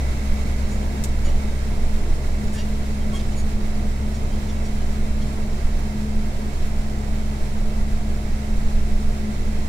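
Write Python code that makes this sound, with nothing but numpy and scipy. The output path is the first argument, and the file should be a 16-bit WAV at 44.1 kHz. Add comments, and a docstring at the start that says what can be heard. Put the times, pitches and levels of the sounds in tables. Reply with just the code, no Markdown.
"""Inside the cab of a heavy truck on a narrow country road, its six-cylinder diesel near 1330 rpm.
The firings boom through the cab, the blocks of the tyre tread hum, and the cab rumbles on its mounts
over road roar and air hiss. On the rougher first stretch the seat and trim stick and slip in small
squeaks, and a loose plastic piece snaps once."""
import sys
import numpy as np
from scipy import signal
from scipy.fft import rfft, irfft
from scipy.io import wavfile
from scipy.ndimage import uniform_filter1d, map_coordinates

SR = 44100
rng = np.random.default_rng(int(sys.argv[2]) if len(sys.argv) > 2 else 0)


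def generate_wav(signal):
    """Clip the signal to [-1, 1] and save it as 16-bit WAV at the path in sys.argv[1]."""
    frames = np.transpose(np.atleast_2d(signal))
    scaled = np.clip(frames, -1, 1) * 32767
    pcm = np.round(scaled).astype(np.int16)
    wavfile.write(sys.argv[1], SR, pcm)


N = 426888
TIME = np.arange(N) / SR
FREQS = np.arange(N // 2 + 1) * SR / N
SIDES = np.array([[1], [-1]])  # left, right
TOP_HZ = 15720

# The driver holds the speed and eases off a little: time_s, firing_hz, load_db (0 is steady cruise)
DRIVING = [(0.0, 65.96, 5), (0.7, 66.03, 2), (1.4, 66.57, 1.5), (2.1, 66.41, 0.3), (3.4, 66.48, 0),
           (4.8, 66.63, -0.1), (6.2, 66.73, -0.5), (7.6, 66.58, -1.5), (8.6, 66.6, -0.5), (9.68, 66.52, 0)]
# How much louder the left side is than the right: frequency_hz, left_minus_right_db
BALANCE = [(25, -1.8), (70, 1), (135, -1.5), (210, 1), (500, -2), (1100, -2.5), (2000, -6.5), (3500, -5),
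           (5400, -5), (6700, 0), (7800, 5.5), (9500, 1.5), (10800, 0), (14000, 5.3)]


def undb(db):
    """Turn decibels into a gain to multiply by."""
    return 10 ** (np.asarray(db) / 20)


def unit(x):
    """Scale a signal to an average strength (rms) of 1."""
    return x / np.sqrt(np.mean(x ** 2))


def curves(table):
    """Turn each column of a timed table into one value per sample."""
    times, *columns = np.transpose(table)
    return [np.interp(TIME, times, column) for column in columns]


def colour(points):
    """Gain at every frequency, from rows of frequency_hz, level_db."""
    hz, db = np.transpose(points)
    return undb(np.interp(np.log(np.maximum(FREQS, 1)), np.log(hz), db))


def ringing(modes, hz=FREQS):
    """Gain of an object that rings: one peak for each of its resonances."""
    return sum(undb(db) / (1 + ((hz - centre) / width) ** 2) for centre, width, db in modes)


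def wander(rate):
    """A smooth random curve of typical size 1 that changes about rate times a second."""
    steps = rng.standard_normal(int(N / SR * rate) + 4)
    coarse = map_coordinates(steps, [TIME[::64] * rate + 1], order=3)
    return unit(np.interp(TIME, TIME[::64], coarse))


def left_lead(hz):
    """How far the wave on the left runs ahead of the right, in radians."""
    # Head start on the left, shortened in the bass by standing waves: frequency_hz, lead_s
    leads = [(60, .0003), (130, .0005), (210, .00008), (600, .00016), (710, .00022), (830, .00038),
             (1050, .00051)]
    return 2 * np.pi * hz * np.interp(hz, *np.transpose(leads))


def cab_noise(gain):
    """Noise filling the cab: part reaches the left side first, part arrives from all round."""
    # How alike the two sides sound: frequency_hz, shared_fraction (capped at 1 below)
    likeness = [(40, 1.1), (120, 0.9), (230, 0.8), (330, 0.88), (500, 0.68), (1000, 0.49), (2000, 0.28),
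                (4000, 0.17), (8000, 0.08), (13000, 0.13)]
    hz, share = np.transpose(likeness)
    common = np.interp(np.log(FREQS + 1), np.log(hz), np.clip(share, 0, 1))
    noise = rfft(rng.standard_normal((3, N)))
    direct = noise[2] * np.exp(.5j * SIDES * left_lead(FREQS))
    stereo = np.sqrt(common) * direct + np.sqrt(1 - common) * noise[:2]
    return unit(irfft(stereo * gain * colour(BALANCE) ** (SIDES / 2), N))


def engine(boom_db=-28, flutter_db=0.38, flutter_rise_db=0.0261, phase_wander=.006):
    """Six unequal cylinders repeat every two turns, making a stack of tones; higher ones waver more."""
    # Engine tones: order (times the cycle rate; 6 is the firing boom), level_db (relative to the boom)
    tones = [(2, -6), (3, -10.5), (6, 0), (9, -23), (12, -9.5), (13, -27), (15, -24.5), (17, -24),
             (18, -21), (21, -26), (24, -22.5), (27, -30), (29, -28.5), (33, -27), (39, -33), (40, -26.5),
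             (53, -31), (55, -26.5), (57, -29), (60, -32), (64, -25), (67, -39), (73, -29.5), (79, -28),
             (87, -33)]
    # Tones that grow as the engine works harder: order, db_per_load_db
    load_growth = [(6, 1), (24, 1.3), (27, 2)]
    firing_hz, load_db = curves(DRIVING)
    cycle = 2 * np.pi * np.cumsum(firing_hz / 6) / SR
    out = np.zeros((2, N))
    for order, db in tones:
        hz = order * np.mean(firing_hz) / 6
        phase = order * (cycle + phase_wander * wander(7)) + rng.uniform(0, 2 * np.pi)
        level_db = boom_db + db + load_db * dict(load_growth).get(order, 0)
        waver_db = (flutter_db + flutter_rise_db * order) * wander(11)
        side_db = SIDES * np.interp(hz, *np.transpose(BALANCE)) / 2
        out += undb(level_db + waver_db + side_db) * np.sin(phase + SIDES * left_lead(hz) / 2)
    return np.sqrt(2) * out + diesel_knock(cycle, load_db)


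def diesel_knock(cycle, load_db, cruise_db=-51.5, db_per_load_db=1.46):
    """Clatter rings the engine block, harder under load; the cab floor smears it to a soft flutter."""
    # Resonances of the engine block: pitch_hz, width_hz, level_db
    block_modes = [(2005, 46, 1), (2120, 53, -3), (2247, 64, 0.5), (3900, 230, -11), (6200, 150, -12)]
    flutter = 1 + 0.15 * np.cos(6 * cycle) + 0.09 * np.cos(2 * cycle)  # each firing, each turn
    return cab_noise(ringing(block_modes)) * flutter * undb(cruise_db + db_per_load_db * load_db)


def tyre_hum(hum_db=-32.5, rise_db=2, rise_s=3, flutter_db=1.5, octave_db=-22, pan_db=1.1):
    """Tread blocks (lugs) strike the road in step with the engine; the hum wavers with the road."""
    # Brief swells and dips of the hum: centre_s, half_length_s, change_db
    swells = [(0.0, .15, -7), (1.22, .08, -8), (1.7, .2, -3), (2.22, 0.19, -11.5), (3.05, 0.14, 2.5),
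              (4.3, 0.064, -10), (5.25, .2, -3), (5.647, .2, -8), (6.05, 0.089, 6), (6.6, .16, -9),
              (7.396, .1, -6.5), (8.33, .1, -5), (8.65, .18, 2.5), (9.3, .1, 3.5)]
    lugs_per_firing, lugs_per_wheel = 3.187, 50
    firing_hz, _ = curves(DRIVING)
    phase = 2 * np.pi * np.cumsum(lugs_per_firing * firing_hz) / SR + .35 * wander(6)
    level_db = hum_db - rise_db * np.maximum(1 - TIME / rise_s, 0)
    level_db += sum(db * np.maximum(1 - np.abs(TIME - s) / half_s, 0) for s, half_s, db in swells)
    level_db += flutter_db * wander(20)
    wheel_pulse = 1 + 0.2 * np.sin(phase / lugs_per_wheel)  # one swell per wheel turn
    hum = np.sin(phase + SIDES * 0.068) + undb(octave_db) * np.sin(2 * phase + wander(12))
    return np.sqrt(2) * hum * wheel_pulse * undb(level_db + SIDES * pan_db / 2)


def cab_shake(steady_db=-23.5, uneven_db=2, bump_db=-1, attack_s=0.04, release_s=0.099, smooth_s=0.15):
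    """The cab rocks on its mounts all the time; each bump drives it harder, holds and dies away."""
    # Bumps in the road: start_s, length_s, level_db (before bump_db is added)
    bumps = [(0.282, 0.091, -18), (1.197, 0.189, -16.5), (1.712, 0.43, -16.5), (2.451, 0.032, -19.5),
             (3.013, 0.039, -19), (3.331, 0.44, -19), (4.32, 0.066, -19), (4.739, 0.45, -18.5),
             (5.619, 0.171, -17), (6.162, 0.062, -17.5), (6.557, 0.24, -18), (7.387, 0.03, -19.5),
             (7.583, 0.48, -18), (8.267, 0.038, -20), (8.525, 0.55, -16), (9.471, 0.048, -18)]
    # The deep rumble of the rocking cab: frequency_hz, level_db
    rumble_spectrum = [(2, -5), (7, -12), (12, 1.5), (18, 6), (25, -3.5), (33, -5.5), (41, -20.5),
                       (60, -25.5), (150, -79)]
    drive = undb(steady_db + uneven_db * wander(7))
    for start_s, length_s, db in bumps:
        corners = [start_s - attack_s, start_s, start_s + length_s, start_s + length_s + release_s]
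        drive = np.maximum(drive, undb(db + bump_db) * np.interp(TIME, corners, [0, 1, 1, 0]))
    rumble = cab_noise(colour(rumble_spectrum))
    strength = np.sqrt(uniform_filter1d(np.mean(rumble ** 2, axis=0), int(smooth_s * SR)))
    return rumble / strength * drive  # even out the noise so that the drive sets its loudness


def road_roar(start_db=-32.5, fall_db_per_s=0.28, patchy_db=0.82, ring_db=-41):
    """The road roars through the floor and rings the cab, fading as the surface gets smoother."""
    # Road noise inside the cab: frequency_hz, level_db
    roar_spectrum = [(25, -38), (48, 9.5), (74, 16), (88, 9.5), (118, 9), (145, 2.5), (190, 4), (270, -1),
                     (420, -0.5), (520, -3), (680, -4), (830, -7), (970, -5.5), (1400, -22.5), (4000, -56)]
    # Resonances of the cab's air and panels: pitch_hz, width_hz, level_db
    cab_modes = [(108, 10.5, 0), (222, 15.8, 0), (361.4, 9.3, -6), (435.5, 15.4, -11), (570, 38, -16.5)]
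    surface = undb(start_db - fall_db_per_s * TIME + patchy_db * wander(12))
    roar = cab_noise(colour(roar_spectrum)) * surface
    rings = cab_noise(ringing(cab_modes)) * undb(ring_db) * unit(surface)
    return roar + rings


def air_hiss(cruise_db=-41.5, db_per_load_db=0.43, gusty_db=0.5, ripple_db=1.42, spacing_hz=70):
    """Air hisses past the glass and into the engine's intake, more under load."""
    # The rushing air: frequency_hz, level_db
    hiss_spectrum = [(350, -8), (950, 3), (1170, 3), (1400, 4), (1800, 1.4), (2350, 0.5), (2800, -2),
                     (3900, -4.5), (4600, -5), (7500, -5.5), (8800, -9.5), (10300, -11), (11200, -14),
                     (15500, -19)]
    _, load_db = curves(DRIVING)
    # Reflections between glass and dashboard lay fine peaks and dips across the frequencies.
    steps = rng.standard_normal(1024)
    ripple = undb(ripple_db * np.interp(FREQS / spacing_hz, np.arange(len(steps)), steps))
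    hiss = cab_noise(colour(hiss_spectrum) * ripple)
    return hiss * undb(cruise_db + db_per_load_db * load_db + gusty_db * wander(20))


def squeaks(jitter=.003, rasp_jitter=.017, sag=.008, uneven_db=3):
    """Trim sticks and slips: unsteady tones that sag in pitch and scrape where the grip is poor."""
    # The main squeaks: centre_s, half_length_s, pitch_hz, level_db, bright_hz, rasp (0 tone, 1 scrape)
    slips = [ (.725, 0.096, 580, -47.5, 7000, .85), (1.26, 0.028, 2300, -40, 5600, 0.1),
             (1.289, .045, 570, -38.5, 520, 0.15), (1.29, .042, 1440, -46, 2900, .25),
             (2.548, 0.04, 851, -44, 8000, .7), (2.567, .06, 1760, -42, 1600, 0.3),
             (2.596, 0.068, 942, -39, 3100, 0.24), (2.86, .039, 1220, -51, 3700, .25),
             (3.141, .036, 1110, -41.5, 1200, .02), (3.165, 0.062, 1080, -41, 2600, .15),
             (3.16, 0.054, 1080, -46.5, 8500, 0.4), (3.207, .037, 1220, -43.5, 3300, 0.55),
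             (3.388, 0.054, 2267, -40.5, 7000, 0.1), (4.157, .038, 1127, -46, 5500, .15),
             (4.331, .057, 1577, -50, 3100, .2), (4.499, .047, 710, -46, 3400, .3),
             (4.662, 0.044, 1127, -45, 5500, .25), (5.222, .037, 1083, -47, 4200, .45)]
    out, wobble, grit = np.zeros(N), wander(260), rng.standard_normal(N)
    for centre_s, half_s, hz, db, bright_hz, rasp in list(slips) + faint_squeaks():
        span = np.abs(TIME - centre_s) < half_s
        progress = (TIME[span] - centre_s) / half_s  # -1 to 1
        pitch_hz = hz * (1 - sag * progress + (jitter + rasp_jitter * rasp) * wobble[span])
        phase = 2 * np.pi * np.cumsum(pitch_hz) / SR
        # The contact point creeps, so each overtone swells and fades on its own.
        creep = rng.standard_normal((40, 7))
        tone = 0
        for k in range(1, int(TOP_HZ / hz)):
            swell = undb(uneven_db * np.interp(progress, np.linspace(-1, 1, 7), creep[k]))
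            tone += trim_gain(k * hz, bright_hz) * swell * np.sin(k * phase)
        scrape_gain = trim_gain(np.fft.rfftfreq(len(progress), 1 / SR), bright_hz)
        scrape = irfft(rfft(grit[span]) * scrape_gain, len(progress))
        pressure = np.cos(np.pi * progress / 2) ** 4
        out[span] += undb(db) * pressure * (np.sqrt(1 - rasp) * unit(tone) + np.sqrt(rasp) * unit(scrape))
    return out


def faint_squeaks(from_s=.4, to_s=5.4, count=7, half_s=.045, level_db=-51, rasp=.4, spread_octaves=.45):
    """Rows for small squeaks scattered over the rough stretch, each with its own pitch and brightness."""
    slot_s = (to_s - from_s) / count
    rows = []
    for slot, (when, slip, bright) in enumerate(rng.uniform(-1, 1, (count, 3))):
        centre_s = from_s + slot_s * (slot + (when + 1) / 2)
        pitch_hz = 1200 * 2 ** (spread_octaves * slip)
        bright_hz = 3500 * 2 ** (spread_octaves * bright)
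        rows.append((centre_s, half_s, pitch_hz, level_db, bright_hz, rasp))
    return rows


def trim_gain(hz, bright_hz, width_octaves=.65, dull_hz=10500):
    """How the trim answers a frequency: a broad rise set by the contact, with its own ringing on top."""
    # Resonances of the trim panel: pitch_hz, width_hz, level_db (relative to the broad rise)
    trim_modes = [(3160, 260, -2), (5650, 130, 2), (7000, 230, 5.5), (9300, 230, -6)]
    broad = 1 / (1 + (np.log2(np.maximum(hz, 1) / bright_hz) / width_octaves) ** 2)
    return broad * (1 + ringing(trim_modes, hz)) / np.hypot(1, (hz / dull_hz) ** 4)


def cab_echo(x, fade_s=0.13, echo_db=-10, pan_db=-2):
    """Glass and dashboard throw back a short dense echo, different on each side."""
    t = TIME[:SR // 5]
    tail = rng.standard_normal((2, len(t))) * undb(-60 * t / fade_s)
    tail /= np.sqrt(np.sum(tail ** 2, axis=1, keepdims=True))
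    echo = signal.fftconvolve(x[None], tail, axes=1)[:, :N]
    return (x + undb(echo_db) * echo) * undb(SIDES * pan_db / 2)


def plastic_snap(pan_db=1):
    """A loose plastic piece catches, snaps over and settles with short bright cracks."""
    # The cracks: start_s, level_db, fade_s (time to fall by 60 dB)
    cracks = [(1.0385, -26, .045), (1.044, -32, .075), (1.088, -48, .06)]
    # The bright sound of the plastic: frequency_hz, level_db
    crack_spectrum = [(800, -24), (2500, -10), (3800, -3), (4800, -6.5), (6400, 2), (8000, 2.5),
                      (10000, -4), (15000, -12)]
    loudness = sum(undb(db - 60 * np.abs(TIME - s) / fade_s) * (TIME >= s) for s, db, fade_s in cracks)
    noise = unit(irfft(rfft(rng.standard_normal((2, N))) * colour(crack_spectrum), N))
    return loudness * noise * undb(SIDES * pan_db / 2)


def scene():
    """Everything heard from the driver's seat."""
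    cruising = engine() + tyre_hum() + cab_shake() + road_roar() + air_hiss()
    return cruising + cab_echo(squeaks()) + plastic_snap()


def record(dry):
    """Cut the treble steeply above TOP_HZ."""
    return signal.sosfilt(signal.ellip(12, .1, 80, TOP_HZ, fs=SR, output="sos"), dry)


dry = scene()
out = record(dry)
generate_wav(out)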